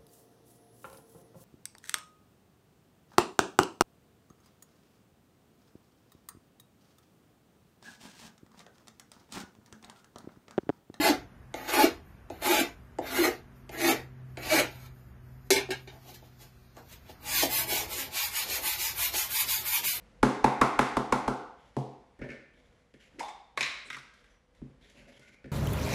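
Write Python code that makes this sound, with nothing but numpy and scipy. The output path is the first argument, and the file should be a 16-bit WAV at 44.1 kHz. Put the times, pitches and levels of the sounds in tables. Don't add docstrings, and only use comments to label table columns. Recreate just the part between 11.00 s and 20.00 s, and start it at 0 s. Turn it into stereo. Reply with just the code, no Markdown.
import sys
import numpy as np
from scipy import signal
from scipy.fft import rfft, irfft
from scipy.io import wavfile
from scipy.ndimage import uniform_filter1d

SR = 44100
rng = np.random.default_rng(int(sys.argv[2]) if len(sys.argv) > 2 else 0)


def generate_wav(signal):
    frames = np.transpose(np.atleast_2d(signal))
    scaled = np.clip(frames, -1, 1) * 32767
    pcm = np.round(scaled).astype(np.int16)
    wavfile.write(sys.argv[1], SR, pcm)


def attenuation_scalar(level_db):
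    decades = np.asarray(level_db, float) / 20
    return 10 ** decades


N = 396889


def unit(x):
    return x / np.sqrt(np.mean(x ** 2))


def noise():
    return rng.standard_normal(N)


def columns(tables, rest_db=-90):
    rows = []
    for table in tables:
        first, last = table[0], table[-1]
        rows += [(first[0] - .01, rest_db, *first[2:]), *table, (last[0] + .02, rest_db, *last[2:])]
    s, *values = np.transpose(rows)
    return [np.interp(np.arange(N) / SR, s, v) for v in values]


def swells(events, slope_db=-24):
    t = np.arange(N) / SR
    total = 0
    for s, rise, fall, db in events:
        away = np.minimum(np.maximum((s - t) / rise, (t - s) / fall), 4)
        total = total + attenuation_scalar(db + slope_db * away)
    return total


def colour(x, points):
    hz, db = np.transpose(points)
    grid_hz = np.linspace(1, SR / 2, 4097)
    cep = irfft(np.log(attenuation_scalar(np.interp(np.log(grid_hz), np.log(hz), db))))
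    cep[1:4096] *= 2
    cep[4097:] = 0
    return signal.oaconvolve(x, irfft(np.exp(rfft(cep)))[:4096])[:N]


def ring(x, modes):
    total = 0
    for k, (hz, width, db) in enumerate(modes):
        total = total + (-1) ** k * attenuation_scalar(db) * signal.lfilter(*signal.iirpeak(hz, hz / width, SR), x)
    return total


def band(x, lo_hz, hi_hz, order=2):
    return signal.sosfilt(signal.butter(order, [lo_hz, hi_hz], "band", fs=SR, output="sos"), x)


def lift(x, lo_hz, hi_hz, db):
    sos = signal.butter(2, [lo_hz, hi_hz], "band", fs=SR, output="sos")
    return x + (attenuation_scalar(db) - 1) * signal.sosfiltfilt(sos, x)


def walk(rate):
    k = int(SR / rate)
    steps = np.repeat(rng.standard_normal(N // k + 1), k)
    return unit(uniform_filter1d(uniform_filter1d(steps, k), k)[:N])


def grains(scatter_db, flicker_db, rate):
    return unit(noise() * attenuation_scalar(scatter_db * rng.exponential(size=N) + flicker_db * walk(rate)))


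def blows(events, soft_s):
    x = np.zeros(N)
    for s, db in events:
        x[int(s * SR)] = attenuation_scalar(db)
    push = np.sin(np.pi * np.arange(0, soft_s, 1 / SR) / soft_s)
    return signal.oaconvolve(x, push)[:N]


def burst(pushes, t60_s):
    return noise() * signal.lfilter([1], [1, -attenuation_scalar(-60 / t60_s / SR)], pushes)


# pitch_hz, width_hz, level_db
PLANK_LOW = [(249, 47, -6.5), (266, 27.7, -0.5), (339, 61.4, -0.5), (473, 83, -2.5), (605, 104, -2),
             (687, 39, 1.5), (750, 30, 0.5), (872, 72, -3)]


def board(force):
    return band(ring(force, PLANK_LOW), 170, 1250, order=4)


# pitch_hz, width_hz, level_over_scratch_db
PLANK_HIGH = [(1316, 20, 0), (1885, 45, 2.5), (2112, 43, 4.5), (2334, 110, 3), (2510, 110, -12),
              (2865, 15, 5.5), (3050, 50, -7), (3630, 22, 7), (3850, 67, -5.5), (4210, 19, 8.5),
              (4640, 49, -4), (6170, 20, 2), (6700, 210, 1)]


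def scratch(x, points, place, ring_db):
    x = colour(x, points)
    modes = 0
    for k, mode in enumerate(PLANK_HIGH):
        modes = modes + (-1) ** k * ring(x * np.cos(np.pi * (k + 6) * place), [mode])
    return unit(x + attenuation_scalar(ring_db) * modes)


BITE_S, LIFT_S, LIFT_DB, SLIDE_OFF_S, SLIDE_OFF_DB = 0.018, 0.009, -17, 0.12, -43.5
REST_LOW_DB, REST_UPPER_DB, REST_GRIT_DB = 2.5, -1.5, -6.5
TIP_LOW_DB, TIP_UPPER_DB = 2.5, -9.5


def stroke(times, grip, tone):
    down, push, full, off, db = times
    rest, bite, *held = grip
    low, upper, grit = held
    tip_db = db + tone[4]
    tip_upper = upper + TIP_UPPER_DB
    resting = (REST_LOW_DB, REST_UPPER_DB, REST_GRIT_DB)
    return [(down, rest, *resting),
            (push, rest, low, upper, REST_GRIT_DB),
            (push + BITE_S, bite, *held),
            (full, db, *held),
            (off - LIFT_S, tip_db, *held),
            (off, tip_db, low, tip_upper, grit),
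            (off + LIFT_S, db + LIFT_DB, low + TIP_LOW_DB, tip_upper, grit),
            (off + LIFT_S + SLIDE_OFF_S, db + SLIDE_OFF_DB, *resting)]


# set_down_s, push_start_s, full_bite_s, lift_off_s, tearing_at_full_bite_db
STROKES = [
    (-.2, -0.047, 0.094, 0.093, -21),
    (0.549, 0.658, 0.75, 0.85, -24.5),
    (1.305, 1.404, 1.452, 1.6033, -25),
    (2.016, 2.048, 2.19, 2.268, -24),
    (2.715, 2.758, 2.85, 2.9175, -23.5),
    (3.38, 3.406, 3.532, 3.6, -24),
    (3.66, 3.693, 3.8, 3.865, -54.5),
]
# resting_scrape_db, first_bite_db, low_plank_db, upper_plank_db, grit_db
GRIP = [(-50, -25.5, -3.5, -3.5, 0), (-44.5, -37.5, -1, -7.5, -.5), (-54, -35.5, -4, -6, 0.5),
        (-47, -42, -3, -4.5, -1), (-43.5, -42.5, 2.5, -4.5, 0), (-47, -41, -2, -2, 1),
        (-58, -52.5, -15, -9, -1.5)]
# place_along_plank (0-1), lowest_mode_db, middle_db, top_db, extra_push_at_tip_db
TONE = [(.62, 3, 2, -3, -1), (.6, -1.5, 1, -1, 1.5), (.53, 1, 0, 1.5, 0), (.46, 0.5, -0.5, 1, -1.5),
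        (.38, 3, 3.5, 2.5, -1), (0.3, 2, 0.5, 0, 3), (.3, 0, -2, 3.5, 0)]
# pitch_hz, level_db (per Hz)
TEAR = [(530, -27), (900, -7), (1030, -7.5), (1300, -5.5), (2060, -5.5), (3360, -15.5), (3730, -12.5),
        (6000, -18.5), (6520, -16.5), (8760, -24.5), (13900, -14), (14800, -24.5), (15300, -53)]
TRAVEL_PER_S = 0.093
PLANK_SWAY_DB = 1.5


def rasp():
    parts = np.array([columns([stroke(*row)]) for row in zip(STROKES, GRIP, TONE)])
    loudest = np.argmax(parts[:, 0], axis=0)
    tear_db, low_db, upper_db, grit_db = np.take_along_axis(parts, loudest[None, None], axis=0)[0]
    slips = grains(2.2, 1.8, 90)
    place, lowest_db, middle_db, top_db, _ = uniform_filter1d(np.transpose(TONE)[:, loudest], size=1024)
    tear = scratch(slips, TEAR, place + TRAVEL_PER_S * (np.arange(N) / SR % .7), -1.5)
    tear = lift(tear, 1700, 2700, middle_db)
    tear = lift(tear, 9500, 15000, top_db)
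    grit = band(tear, 2540, 12000)
    out = attenuation_scalar(-4.0 + tear_db) * (tear - grit + attenuation_scalar(grit_db + 5.0) * grit)
    low = board(slips * attenuation_scalar(tear_db + low_db + PLANK_SWAY_DB * walk(24.99)))
    upper = board(slips * attenuation_scalar(tear_db + upper_db + PLANK_SWAY_DB * walk(24.99)))
    low = lift(band(low, 209, 517, order=3), 180, 260, lowest_db)
    return out + attenuation_scalar(17.0) * low + attenuation_scalar(18.0) * band(upper, 540, 1000)


# centre_s, half_length_s, pitch_hz, level_db
CHATTER = [(.005, 0.017, 300, -24.5), (0.108, 0.018, 300, -21.5), (0.097, 0.011, 890, -25.5),
           (0.784, 0.015, 334, -35), (0.805, 0.044, 864, -22), (0.846, 0.01, 324.3, -16),
           (0.847, 0.021, 680, -27), (1.502, 0.029, 355.3, -29), (1.536, 0.018, 850, -31),
           (1.549, 0.026, 347.5, -29.5), (1.615, 0.011, 292.6, -24.5), (2.21, 0.042, 339, -21),
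           (2.857, 0.075, 341.4, -31), (3.527, 0.027, 610, -24.5), (3.548, 0.037, 324, -31.5),
           (3.607, 0.023, 608.6, -28), (3.611, 0.028, 331, -37.5)]


def chatter():
    out, t = np.zeros(N), np.arange(N) / SR
    wobble = np.cumsum(1 + 0.0206 * walk(80)) / SR
    for s, length, hz, db in CHATTER:
        near = slice(max(int((s - length) * SR), 0), int((s + length) * SR))
        swell = np.cos(np.pi / 2 * (t[near] - s) / length) ** 2
        out[near] += attenuation_scalar(db) * swell * np.sin(2 * np.pi * hz * wobble[near])
    return out


# turn_s, scratch_at_turn_db, fastest_point (0-1 of the pass), scratch_there_db, plank_db
PASSES = [(6.2, -68, 0.79, -22, -48), (6.477, -47, 0.56, -26.5, -45), (6.656, -48.5, 0.38, -27, -42),
          (6.873, -49, 0.53, -32, -46.5), (7.095, -62, 0.56, -27.5, -52), (7.307, -47.5, 0.46, -29, -52),
          (7.46, -43.5, 0.69, -29.5, -43.5), (7.609, -49, 0.49, -27, -47.5), (7.771, -44, 0.45, -29, -50.5),
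          (7.94, -50.5, 0.57, -27.5, -50), (8.113, -49.5, 0.4, -28, -51.5), (8.284, -46, 0.5, -28.5, -52),
          (8.461, -53, 0.28, -28.5, -51.5), (8.633, -44.5, 0.67, -26.5, -49.5),
          (8.822, -54.5, 0.22, -28.5, -48), (9.01, -49, .5, -40, -55)]
PASS_TOP = [-2.5, 1.5, -1.5, -1.5, -1.5, -1, -1, -1, 0, 0, 0.5, 0, 2.5, 1, 3, 0]
LEAD_S = 0.0067
PASS_FULLNESS, PLANK_DIP_DB, STANDSTILL_DB = 0.61, 2.5, -11
SPONGE_PLACE, SWEEP = 0.5584, 0.04


def passes():
    turn, turn_db, fastest, fast_db, plank_db = np.transpose(PASSES)
    t = np.arange(N) / SR + LEAD_S
    k = np.clip(np.searchsorted(turn, t) - 1, 0, len(turn) - 2)
    on = t > turn[0]
    along = np.clip((t - turn[k]) / np.diff(turn)[k], 0, 1)
    nearness = np.minimum(along / fastest[k], (1 - along) / (1 - fastest[k]))
    speed = np.sin(np.pi / 2 * nearness) ** PASS_FULLNESS
    slow_db = np.where(along < fastest[k], turn_db[k], turn_db[k + 1])
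    rubbing = on * attenuation_scalar(slow_db + (fast_db[k] - slow_db) * speed + STANDSTILL_DB * (1 - speed) ** 4)
    plank = attenuation_scalar(uniform_filter1d(plank_db[k], size=2048) + PLANK_DIP_DB * speed ** 4)
    plank = on * plank * np.clip(along * 4 + k, 0, 1)
    place = SPONGE_PLACE + SWEEP * np.cos(np.pi * (k + along))
    top_db = uniform_filter1d(on * np.array(PASS_TOP, float)[k], size=2048)
    return speed, rubbing, plank, place, top_db


# peak_s, rise_s, fall_s, scratch_db, plank_minus_scratch_db
HANDLING = [
    (4.93, .05, .1, -66, 15.5),
    (5.09, 0.088, .08, -51, 2),
    (5.147, .015, 0.017, -47, -7.5),
    (5.248, .04, .06, -65, -5),
    (5.414, 0.034, 0.07, -49.5, -3),
    (5.78, .03, 0.054, -59, 16),
    (5.93, 0.066, 0.024, -44, -8.5),
    (6.095, 0.075, 0.067, -52.5, -2.5),
]
# peak_s, rise_s, fall_s, level_db
PRESSES = [(8.41, 0.06, 0.041, -28)]
# pitch_hz, level_db (per Hz)
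GRIT = [(530, -21), (900, -4), (1280, -8.5), (1990, -2.5), (2350, -3), (3360, -3.5), (4680, -2), (6000, -5),
        (6750, -2.5), (8760, -8.5), (13900, 1), (14800, -5.5), (15300, -29)]
SPONGE_RING_DB, COARSE_TURN_DB, COARSE_FAST_DB = -7, -6, -7.5
HANDS_DB, HANDS_COARSE_DB, HANDS_TOP_DB = -69, -8, -3.5


def sponge():
    speed, rubbing, plank, place, top_db = passes()
    held = attenuation_scalar(columns([[(4.9, HANDS_DB), (6.2, HANDS_DB)]], -140)[0])
    hands = held + swells([row[:4] for row in HANDLING])
    bumps = swells([(s, rise, fall, db + rel) for s, rise, fall, db, rel in HANDLING])
    plank = plank * attenuation_scalar(2.0 * walk(15)) + bumps
    moving_db = COARSE_TURN_DB + (COARSE_FAST_DB - COARSE_TURN_DB) * speed
    coarse_db = np.where(rubbing > 0, moving_db, HANDS_COARSE_DB)
    slips = grains(1.8, .9, 60)
    hiss = lift(scratch(slips, GRIT, place, SPONGE_RING_DB), 8500, 17000, top_db)
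    coarse = band(hiss, 800, 2500)
    murmur = unit(board(noise()) + 0.46 * band(noise(), 250, 1400))
    hands_top = (attenuation_scalar(HANDS_TOP_DB) - 1) * hands * band(hiss, 6000, 16000)
    rub = (rubbing + hands + swells(PRESSES)) * (hiss - coarse + attenuation_scalar(coarse_db + 6.5) * coarse)
    return attenuation_scalar(-1.5) * (rub + hands_top) + attenuation_scalar(-6.5) * plank * murmur


# start_s, peak_db, click_minus_peak_db
TAPS = [(0.541, -20, -3), (1.3005, -23, -11.5), (1.419, -25, -2.5), (1.986, -14, -17.5),
        (2.693, -29.5, 1.5), (3.372, -24.5, -2), (5.223, -40.5, -14), (5.768, -38, -1),
        (6.092, -35.5, -13.5), (6.43, -10.5, -8), (6.72, -21.5, -1), (8.14, -26.5, -4)]


def taps():
    knock = board(blows([(s, db) for s, db, _ in TAPS], 0.00029)) * attenuation_scalar(12.5)
    click = burst(blows([(s, db + rel) for s, db, rel in TAPS], .0001), 0.012)
    click = band(click, 900, 4100) + 0.33 * band(click, 3700, 7400)
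    return knock + attenuation_scalar(-8.0) * (click + ring(click, PLANK_HIGH))


# start_s, peak_db, thud_minus_peak_db, extra_treble_db
DROPS = [
    (4.5043, -3.5, -9.5, 3),
    (4.5147, -25, 6.5, 0),
    (4.5292, -17.5, -15, 10.5),
    (4.5442, -30, -16, 7),
    (4.56, -13, -7, 1),
    (4.5776, -23.5, -1, -1.5),
    (4.5998, -27.5, -0.5, -1),
    (4.6891, -37.5, 10.5, -6),
    (4.7052, -14.5, -9, -2.5),
    (4.874, -30, -9, -13),
]
# pitch_hz, width_hz, level_db
BENCH = [(258, 19, -4), (300, 39, -7.5), (385.3, 19, 5), (630, 42, -10), (730, 43, -4.5), (940, 51, -30.5),
         (380, 7, -1.5)]
# pitch_hz, width_hz, level_db
STEEL = [(1629, 19, -0.5), (1835, 32, -2.5), (1895, 11, -6), (2380, 48, -7), (2510, 30, -12),
         (2880, 25, -21), (3380, 21, -5), (3740, 22, -9.5), (6200, 25, -15), (7235, 25, -23),
         (9900, 28, -21)]
# pitch_hz, level_db (per Hz)
CRACK = [(530, -11), (900, -1.5), (1130, -16), (1710, -4), (1990, -16.5), (2160, -2), (6290, -9),
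         (12100, -16), (14600, -18.5), (15300, -44.5)]


def drops():
    thump = blows([(s, db + rel) for s, db, rel, _ in DROPS], 0.00053)
    thud = band(ring(thump, BENCH), 240, 5000, order=3) * attenuation_scalar(14.5)
    push = blows([row[:2] for row in DROPS], .0001)
    bright = blows([(s, db + treble) for s, db, _, treble in DROPS], .0001)
    rattle = band(colour(burst(push, 0.099), CRACK), 360, 4500)
    rattle = rattle + band(colour(burst(bright, 0.053), CRACK), 4500, 16000)
    steel = ring(burst(push, 0.0055), STEEL)
    return thud, attenuation_scalar(-11.5) * rattle + attenuation_scalar(6.0) * steel


# peak_s, rise_s, fall_s, level_db
SLEEVES = [
    (.42, 0.36, .2, -85.5),
    (1.06, .1, .3, -74),
    (1.83, 0.17, .2, -72),
    (2.57, .08, .15, -67.5),
    (3.31, 0.09, .12, -68.5),
    (4.0, .2, 0.25, -65.5),
    (4.245, 0.055, 0.3, -65.5),
    (4.47, 0.1, .03, -62.5),
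    (4.8, .2, .15, -62.5),
]


def sleeves():
    cloth = band(colour(grains(1.2, 2.2, 18), GRIT), 3000, 15500)
    return unit(lift(cloth, 11000, 14500, 4.0)) * swells(SLEEVES) * attenuation_scalar(-3.0)


# time_s, left_later_by_s
LAG = [(0, .00003), (2.4, .00003), (2.6, .0004), (4.9, 0.00042), (5.6, 0.00004), (9, 0.00003)]
# time_s, left_minus_right_db
PAN = [(0, 0), (2.5, 0), (3.2, -0.1), (4.4, -0.4), (5, -0.4), (6, 0), (9, 0.5)]
STEP = 2048
LAG_SWAY_S, LAG_SWAY_HZ = .00004, 2.9
ROOM_T60_S, ROOM_TOP_T60_S, ROOM_DB = 0.24, 0.12, 2.5


def room(x):
    count, t = N // STEP + 1, np.arange(6 * STEP) / SR
    x = np.pad(x, (STEP, 2 * STEP))
    slices = np.array([x[k * STEP:(k + 2) * STEP] for k in range(count)]) * np.hanning(2 * STEP + 1)[:-1]
    slice_s = np.arange(count) * STEP / SR
    lag = np.interp(slice_s, *np.transpose(LAG))
    lag = lag + LAG_SWAY_S * (1 + np.sin(2 * np.pi * LAG_SWAY_HZ * slice_s))
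    out = np.zeros((2, (count + 8) * STEP))
    for ear, side_db in enumerate((-.8, .8)):
        changing = rng.standard_normal((count, len(t)))[np.arange(count) // 4]
        tail = 0.56 * rng.standard_normal(len(t)) + changing
        low = signal.lfilter(*signal.butter(1, 3000, fs=SR), tail)
        tail = low * attenuation_scalar(-60 * t / ROOM_T60_S) + (tail - low) * attenuation_scalar(-60 * t / ROOM_TOP_T60_S)
        tail *= np.clip((t - .002) / 0.0011, 0, 1)
        tail *= attenuation_scalar(ROOM_DB) / np.sqrt(np.sum(tail ** 2) / count)
        tail[np.arange(count), (lag * SR * (1 - ear)).astype(int)] += 1
        heard = irfft(rfft(slices, 8 * STEP) * rfft(tail, 8 * STEP)) * attenuation_scalar(side_db)
        for k in range(count):
            out[ear, k * STEP:(k + 8) * STEP] += heard[k]
    pan_db = np.interp(np.arange(N) / SR, *np.transpose(PAN))
    left, right = out[:, STEP:STEP + N] * attenuation_scalar(pan_db * np.array([[.5], [-.5]]))
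    side = signal.sosfilt(signal.butter(2, 580, "high", fs=SR, output="sos"), left - right)
    return np.array([left + right + side, left + right - side]) / 2


# pitch_hz, level_db (per Hz)
GARAGE = [(15, -49), (25, -16), (43, -11), (125, -13), (159, -17), (245, -22), (288, -24), (376, -26.5),
          (563, -30.5), (644, -28), (756, -31), (1560, -31), (4220, -49.5), (14100, -54.5), (15300, -57)]
# time_s, level_db
AIR = [(0, 6), (4.4, 4), (5.7, 0.5), (6.2, 7), (9, 0.5)]
# time_s, level_db
RUMBLE = [(0, -57), (2.4, -57.5), (3.4, -56), (4.2, -55.5), (5.2, -65.5), (6.45, -56.5), (9, -57.5)]
# pitch_hz, width_hz, level_db
RUMBLE_MODES = [(54.6, 15, -1), (76, 9.7, -1.5), (98, 16, -5.5)]
# time_s, level_db
HUM = [(0, -55.5), (1.2, -68), (2.5, -55), (3.1, -47), (3.8, -46.5), (4.0, -54.5), (4.3, -49), (4.6, -51),
       (5.6, -56), (5.95, -65), (6.5, -50), (7.1, -63), (9, -61)]
# pitch_hz, level_db
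MOTORS = [(193, -69), (237, -65), (377, -72.5), (718, -83.5)]
GARAGE_DB, HUM_HZ = -60, 127


def garage(loud):
    mid, side = (band(colour(noise(), GARAGE), 43, 17000, order=3) for _ in range(2))
    side = 0.21 * side + 0.55 * band(side, 500, 16000, order=1)
    duck = 1 / (1 + np.sqrt(uniform_filter1d(loud ** 2, size=2048) + 1e-12) / attenuation_scalar(-3))
    air_gain = attenuation_scalar(GARAGE_DB + columns([AIR])[0] + 0.63 * walk(1.0)) * duck
    air = air_gain * np.array([mid + side, mid - side]) / mid.std()
    mid, side = (unit(ring(band(noise(), 40, 100), RUMBLE_MODES)) for _ in range(2))
    rumble = np.array([mid + .3 * side, mid - 0.32 * side]) * attenuation_scalar(columns([RUMBLE])[0] + 2.0 * walk(6))
    turn = 2 * np.pi * np.cumsum(HUM_HZ * (1 + 0.012 * walk(3.7))) / SR
    hum_db = columns([HUM])[0]
    hum = np.sin([turn + 0.29, turn - .4]) * attenuation_scalar(hum_db + 1.5 + 1.8 * walk(9.1))
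    lines = 0
    for hz, db in MOTORS:
        lines = lines + attenuation_scalar(db + 0.28 * (hum_db + 59) + 2.0 * walk(0.78)) * np.sin(turn * hz / HUM_HZ)
    return air + rumble + hum + lines


def scene():
    tools, (thud, steel) = rasp(), drops()
    straight, knocks = chatter() + thud, taps()
    work = room(tools + 0.5 * straight + 0.72 * knocks + sponge() + sleeves() + steel)
    work = work + straight + 0.45 * knocks
    return work + garage(work[0])


# centre_s, half_length_s, bass_db, low_middle_db
HUSH = [(7.22, .045, -21, -3.5), (7.38, .035, -18, -6), (7.562, .025, -18, -5), (7.724, .03, -17, -4),
        (7.856, 0.031, -15, -6), (8.059, .03, -5, -7.5), (8.219, .025, -11, -2), (8.4, .03, -15, -15),
        (8.54, 0.029, -8, -14), (8.738, .04, -22, -19), (8.925, .035, -5, -11)]


def hush(x):
    t = np.arange(N) / SR
    bass_db, middle_db = 0, 0
    for s, half, low, mid in HUSH:
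        dip = np.exp(-((t - s) / half) ** 2)
        bass_db = bass_db + dip * low
        middle_db = middle_db + dip * mid
    return lift(lift(x, 115, 340, bass_db), 300, 740, middle_db)


# pitch_hz, firmness (in spreads of chance)
FIRMNESS = [(130, 7), (190, 4), (400, 4), (600, 2.2), (1000, 1.3), (1300, 1), (2300, 1.4), (3300, 1),
            (5500, 1.15), (6900, 1.3), (7500, .7), (8100, -.2), (8700, 1.6), (10500, 1.1), (12000, 2.3)]
TOP_HZ = 14750


def starve(x, per_db=.12, hold=4, per_loud_db=.022):
    hz, _, spec = signal.stft(x, SR, nperseg=2048)
    edges = np.unique(np.cumsum(np.clip(1.038 ** np.arange(120), 3, 11)).astype(int))
    which = np.searchsorted(edges[edges < 700], np.arange(len(hz)))
    count = which.max() + 1
    power = np.array([np.mean(abs(spec[:, which == b]) ** 2, axis=(0, 1)) for b in range(count)])
    sunk_db = 10 * np.log10(power + 1e-16)
    loud_db = sunk_db.mean(axis=0)
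    sunk_db -= loud_db
    sunk_db -= np.median(sunk_db, axis=1, keepdims=True)
    both, own = rng.standard_normal((1, *power.shape)), rng.standard_normal((2, *power.shape))
    chance = uniform_filter1d(.92 * both + .39 * own, hold, axis=2) * np.sqrt(hold)
    centre = np.array([hz[which == b].mean() for b in range(count)])
    touchy = np.where(abs(centre - 7700) < 700, 2, 1)[:, None]
    firm = np.interp(centre, *np.transpose(FIRMNESS))[:, None]
    firm = firm + per_db * touchy * np.minimum(sunk_db, 0) + chance
    firm -= per_loud_db * np.where(centre > 7000, -1, 1)[:, None] * (loud_db - np.median(loud_db))
    jump_db = np.diff(10 * np.log10(power.mean(axis=0) + 1e-16))
    firm[:, :, 1:] += np.maximum(jump_db - 4, 0)
    gain = np.clip(8 * firm, .01, 1)[:, which] * np.where(hz < TOP_HZ, 1, attenuation_scalar(-40))[:, None]
    return signal.istft(spec * gain, SR, nperseg=2048)[1][:, :N]


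def roll_off(x):
    return signal.sosfilt(signal.butter(12, 15730, fs=SR, output="sos"), x)


def record(dry):
    dry = hush(dry)
    bass = signal.lfilter(*signal.butter(1, 200, fs=SR), dry)
    lean = np.array([[1], [-1]])
    mix = starve(bass * attenuation_scalar(0.71 * lean) + (dry - bass) * attenuation_scalar(-.3 * lean))
    return roll_off(mix)


dry = scene()
out = record(dry)
generate_wav(out)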